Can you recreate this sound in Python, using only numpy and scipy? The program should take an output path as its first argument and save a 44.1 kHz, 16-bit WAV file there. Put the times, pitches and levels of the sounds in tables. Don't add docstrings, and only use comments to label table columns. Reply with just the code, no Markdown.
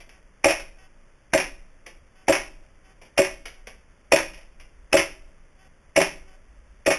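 import sys
import numpy as np
from scipy import signal
from scipy.fft import rfft, irfft, next_fast_len
from scipy.io import wavfile
from scipy.ndimage import uniform_filter1d, map_coordinates

SR = 44100
rng = np.random.default_rng(int(sys.argv[2]) if len(sys.argv) > 2 else 0)


def how_loud(loudness_db):
    steps = np.asarray(loudness_db, float) / 20
    return 10 ** steps


def dump(signal):
    limited = np.clip(np.atleast_2d(signal).T, -1, 1)
    pcm = np.round(limited * 32767).astype(np.int16)
    wavfile.write(sys.argv[1], SR, pcm)


N = 307818


def unit(x):
    return x / np.sqrt(np.mean(x ** 2) + 1e-20)


def along(points, hz):
    point_hz, value = np.transpose(points)
    return np.interp(np.log(hz + 1), np.log(point_hz + 1), value)


def filtered(x, response):
    m = next_fast_len(len(x) + 8192)
    return irfft(rfft(x, m) * response(np.fft.rfftfreq(m, 1 / SR)), m)[:len(x)]


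def noise(spectrum, count):
    white = rng.standard_normal(count)
    return unit(filtered(white, lambda hz: how_loud(along(spectrum, hz))))


def add(track, s, sound):
    part = track[max(round(s * SR), 0):][:len(sound)]
    part += sound[:len(part)]


def swelling_mode(t, hz, db, t60, swell):
    shape = how_loud(db - 60 * t / t60) * (1 - np.exp(-(t / swell) ** 2))
    return shape * np.sin(2 * np.pi * (hz * t + rng.random()))


# start_s, level_db
TRAFFIC = [
    (0, -70),
    (2.9, -70),
    (3.6, -60),
    (4.7, -57),
    (5.8, -61),
    (6.3, -64),
    (6.55, -51),
    (6.98, -55),
]
# pitch_hz, level_db per Hz
DRONE = [(25, -30), (38, -2), (55, 0), (64, -10), (80, -50)]


def far_engine():
    level_db = np.interp(np.arange(N) / SR, *np.transpose(TRAFFIC))
    return how_loud(level_db) * noise(DRONE, count=N)


def shot_times():
    return [-.45] + [row[0] for row in SHOTS]


# pitch_hz, level_db per Hz
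RUMBLE = [(5.9, -33), (10, 3.5), (26, 4.5), (54, -9.5), (67, -14.5), (81, -30.5), (110, -25), (140, -61.5),
          (240, -120)]
RUMBLE_DB, RUMBLE_SWING_DB, RUMBLE_JOLT_DB, JOLT_S = -57, 1.5, 5, .2


def building_rumble():
    t = np.arange(SR * 3 // 2) / SR
    jolt = np.zeros(N + SR)
    for s in shot_times():
        add(jolt, 1 + s, t / JOLT_S * np.exp(1 - t / JOLT_S))
    wander = map_coordinates(rng.standard_normal(size=40), [np.arange(N) / SR * 5.5])
    level_db = RUMBLE_DB + RUMBLE_SWING_DB * wander + RUMBLE_JOLT_DB * jolt[SR:]
    return how_loud(level_db) * noise(RUMBLE, count=N)


# pitch_hz, level_db, t60_s, swell_s
STAND = [(9.5, -45, 1.6, .05), (19.5, -38, 2.2, .12), (33, -34, 1.0, .14)]


def stand():
    t = np.arange(SR * 3 // 2) / SR
    sway = np.zeros(N + SR)
    for s in shot_times():
        for hz, db, t60, swell in STAND:
            add(sway, 1 + s, swelling_mode(t, hz, db, t60, swell))
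    return sway[SR:]


# pitch_hz, level_db per Hz
HISS = [(41, -28.5), (70, -4.5), (92, -17), (130, -13), (205, -17), (476, -21.5), (554, -17), (701, -25),
        (2020, -24), (3590, -35), (3900, -50), (5070, -100.5), (8580, -120)]


def preamp_hiss():
    return how_loud(-60) * noise(HISS, count=N)


# multiple of its turning rate, level_db
WHIRR = [(1, -5.5), (2, 2.5), (3, -3), (4, 0), (5, 0.5), (6, -20.5), (7, -2.5), (8, -2.5), (9, -8),
         (10, -32)]
SEEK_DB = [
    -63.5,
    -59.5,
    -70,
    -61.5,
    -62,
    -65,
    -70,
    -66,
    -61.5,
    -61,
]
SEEK_FIRST_S, SEEK_EVERY_S = .088, .6865


def storage_motor():
    out = np.zeros(N)
    t = np.arange(round(.105 * SR)) / SR
    gate = np.clip(np.minimum(t, t[-1] - t) / 0.014, 0, 1)
    for burst, db in enumerate(SEEK_DB):
        unsteady = unit(uniform_filter1d(rng.standard_normal(len(t)), size=700))
        turns = np.cumsum(378 + 4 * unsteady) / SR
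        buzz = sum(how_loud(level) * np.sin(2 * np.pi * (k * turns + rng.random())) for k, level in WHIRR)
        whirr = unit(buzz) + 0.83 * noise(CLACK, count=len(t))
        add(out, SEEK_FIRST_S + burst * SEEK_EVERY_S, how_loud(db) * gate * whirr)
    return out


# pitch_hz, t60_s
ROOM = [(100, 0.58), (500, 0.28), (1500, 0.29), (3500, 0.32)]


def room(x, wet_db, far_db):
    hz, t, z = signal.stft(rng.standard_normal(SR * 3 // 4), SR, nperseg=256)
    near_fall = how_loud(-60 * t / along(ROOM, hz)[:, None])
    far_fall = how_loud(far_db - 60 * t / 1.1)
    tail = signal.istft(z * (near_fall + far_fall), SR, nperseg=256)[1]
    delayed = np.pad(x, (round(.004 * SR), 0))
    wet = signal.fftconvolve(delayed, tail / np.linalg.norm(tail))
    return np.pad(x, (0, len(wet) - len(x))) + how_loud(wet_db) * wet


# pitch_hz, level_db per Hz
CLACK = [(150, -27), (500, -9.5), (800, -4.5), (1100, -9.5), (1500, -11), (1880, -3.5), (2200, -2.5),
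         (2600, -2.5), (3100, -11), (3800, -17)]
# pitch_hz, width_hz, lift_db
SLIDE = [(1220, 60, 5), (1640, 40, 5), (1880, 45, 7), (2200, 45, 8), (2465, 35, 7), (2700, 45, 6)]


def clatter(db, t60, rise, spectrum=CLACK, metal=1):
    t = np.arange(SR // 5) / SR
    grain = how_loud(1.4 * unit(uniform_filter1d(rng.standard_normal(len(t)), size=60)))
    attack = np.clip(t / max(rise, 1e-4), 0, 1) ** 2
    decay = how_loud(-60 * np.maximum(t - rise, 0) / max(t60, .005))

    def lift(hz):
        peaks = [lift_db / (1 + (2 * (hz - c) / width) ** 2) for c, width, lift_db in SLIDE]
        return how_loud(metal * sum(peaks))

    burst = unit(filtered(grain * noise(spectrum, count=len(t)), lift))
    return how_loud(db) * attack * decay * burst


# pitch_hz, level_db per Hz
TICK = [(200, -30), (600, -12), (1200, -12.5), (1800, -4.5), (2300, 2), (2900, -3.5), (3500, -9),
        (3900, -13.5), (4500, -38)]
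# pitch_hz, level_db per Hz
THUD = [(100, -29), (200, -13), (400, -7.5), (650, -1), (1000, -12.5), (1600, -30.5), (4000, -79.5)]
# start_s, level_db (peak), thud_db (over the peak)
PELLETS = [(0.0024, -37.5, -7), (0.0915, -41, -9.5), (0.598, -29, -9), (1.8632, -30.5, -6),
           (2.6364, -55, -2), (3.015, -40, -1.5), (3.0494, -47.5, -9), (3.4563, -23.5, -14),
           (3.4776, -34.5, -10), (3.6709, -27, -7.5), (4.336, -33, -15.5), (4.3694, -39.5, -11.5),
           (4.4097, -47, -6), (4.5992, -37.5, -11)]
RATTLE_T60_S, RATTLE_S_PER_DB = .07, .004


def pellets():
    out = np.zeros(N)
    for s, db, thud_db in PELLETS:
        t60 = RATTLE_T60_S + RATTLE_S_PER_DB * max(-25 - db, 0)
        tick = clatter(db - 9, t60, rise=0.0045, spectrum=TICK, metal=0)
        knock = clatter(db + thud_db - 6.5, t60, rise=.006, spectrum=THUD, metal=0)
        add(out, s - .003, room(tick + knock, wet_db=-2.5, far_db=-29))
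    return out


# pitch_hz, level_db, t60_s, swell_s
BOARD = [(125, -34, .1, .003), (172, -23.5, .11, .004), (327, -15.5, .15, .027), (377, -11.5, .17, .027)]


def panels(db):
    t = np.arange(SR // 4) / SR
    return sum(swelling_mode(t, hz, db + level_db, t60, swell) for hz, level_db, t60, swell in BOARD)


# pitch_hz, level_db, t60_s, swing direction
FRAME = [(90, -20, .08, 1), (172, -14, .09, 1), (300, -6, .04, 1), (327, -14, .09, 1), (377, -11, .13, 1),
         (451, -16, .08, -1), (562, 0, .095, -1), (638, 0, .095, -1), (770, -18, .08, 1),
         (833, -14, .07, 1), (1150, -20, .05, -1)]


def ring(db, spread_db):
    t = np.arange(SR // 5) / SR
    modes = 0
    for hz, level, t60, way in FRAME:
        level_db = level + spread_db * rng.normal() - 60 * t / t60
        modes = modes + how_loud(level_db) * np.sign(way) * np.sin(2 * np.pi * hz * t)
    return how_loud(db) * modes * (1 - np.exp(-t / 0.0015))


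# pitch_hz, level_db per Hz
LEAD_IN = [(500, -37), (1300, -14), (1900, 0), (2400, -3), (3000, -19), (4000, -51.5)]
# start_s (slide at its rear stop), crack_db, hiss_t60_s, slam_db, homing_db
SHOTS = [
    (.4546, -5.5, .045, -3.5, -12),
    (1.3461, -5, .04, -4, -12.5),
    (2.2939, -5.5, .04, -2.5, -9.5),
    (3.1891, -7.5, .075, -2, -17),
    (4.1316, -4.5, .07, -2.5, -9.5),
    (4.9399, -6, .045, -1.5, -8),
    (5.9735, -8, .085, -3, -13),
    (6.8746, -7.5, .055, -4.5, -12),
]
# start_s (after the rear stop), clatter_db, ring_db
LATER_KNOCKS = [
    (.050, -14, -7),
    (.052, -17, -16),
    (.057, -16, -18),
    (.056, -21, -30),
    (.052, -19, -28),
    (.0485, -15, -6),
    (.0395, -13, -1),
    (.037, -14, -3),
]
RECOIL_S, SWELL_S, HAMMER_DB = .0106, .003, -17
RETURN_S, CHATTER_S, CHATTER_DB = .0275, .0034, -1
CLACK_DB, HOME_RING_DB = -15.5, -6
HOME_T60_S, LATER_KNOCK_T60_S = .08, .105


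def pistol():
    out = np.zeros(N)
    lead = .02
    stop = lead + RECOIL_S
    for (stop_s, db, hiss_t60, slam_db, home_db), later_knock in zip(SHOTS, LATER_KNOCKS):
        bright, body = np.zeros(SR // 3), np.zeros(SR // 3)
        add(bright, lead - .014, clatter(db - 43, t60=0.041, rise=0.0017, spectrum=LEAD_IN))
        add(bright, lead - SWELL_S - .004, clatter(db + HAMMER_DB, t60=0.051, rise=0.0065))
        add(bright, lead + 0.001022 - SWELL_S, clatter(db - 5.5, hiss_t60, rise=SWELL_S))
        add(body, lead - SWELL_S, clatter(db - 12.5, t60=.06, rise=0.0024, spectrum=THUD, metal=0))
        blow = ring(slam_db - 8.5, spread_db=0.74)
        add(body, stop, blow)
        add(body, stop + CHATTER_S, how_loud(CHATTER_DB) * blow)
        add(body, stop, panels(slam_db))
        add(bright, stop, clatter(slam_db + CLACK_DB - 1.5, t60=.05, rise=0.0045))
        homing = (RETURN_S, home_db, home_db + HOME_RING_DB, HOME_T60_S)
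        for s, level_db, ring_db, life in [homing, (*later_knock, LATER_KNOCK_T60_S)]:
            add(bright, stop + s - .001, clatter(level_db - 5.5, 1.5 * life, rise=.004, metal=0.66))
            add(body, stop + s, ring(ring_db - 13, spread_db=2))
        heard = room(bright, wet_db=-4.5, far_db=-34) + room(body, wet_db=-10.5, far_db=-28.5)
        add(out, stop_s - stop, heard)
    return out


def scene():
    background = far_engine() + building_rumble() + stand() + preamp_hiss() + storage_motor()
    return (background + pellets() + pistol())[None]


# pitch_hz, level_db
MUTE = [(3000, -118), (3600, -103), (4000, -95.5), (4500, -103), (5000, -118), (7000, -112), (8000, -103),
        (9000, -112), (11000, -108), (11700, -97.5), (12100, -90.5), (12600, -101), (13500, -92)]


def squelch(x):
    hz, _, z = signal.stft(x, SR, nperseg=1024)
    power = np.mean(np.abs(z[:512].reshape(128, 4, -1)) ** 2, axis=1)
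    band = np.repeat(power, 4, axis=0)
    loudness = 1 + np.sqrt(band[64:].mean(axis=0)) / how_loud(-86)
    threshold = how_loud(2 * along(MUTE, hz[:512]))[:, None] * loudness
    over = band / threshold
    z[:512] *= over ** 6 / (1 + over ** 6)
    return signal.istft(z, SR, nperseg=1024)[1][:len(x)]


def sample_and_hold(x):
    step = SR / 8012.5
    return map_coordinates(x, [np.floor(np.arange(N) / step) * step])


def band_limit(x):
    return signal.sosfilt(signal.butter(12, 13200, fs=SR, output="sos"), x)


def record(dry):
    x = filtered(dry[0], lambda hz: 1 / (1 + (hz / 3850) ** 24))
    x = x / (1 + np.abs(x / .9) ** 4) ** (1 / 4)
    held = filtered(sample_and_hold(x), lambda hz: 1 / (1 + (hz / 12850) ** 150))
    return band_limit(squelch(held)[None])


dry = scene()
out = record(dry)
dump(out)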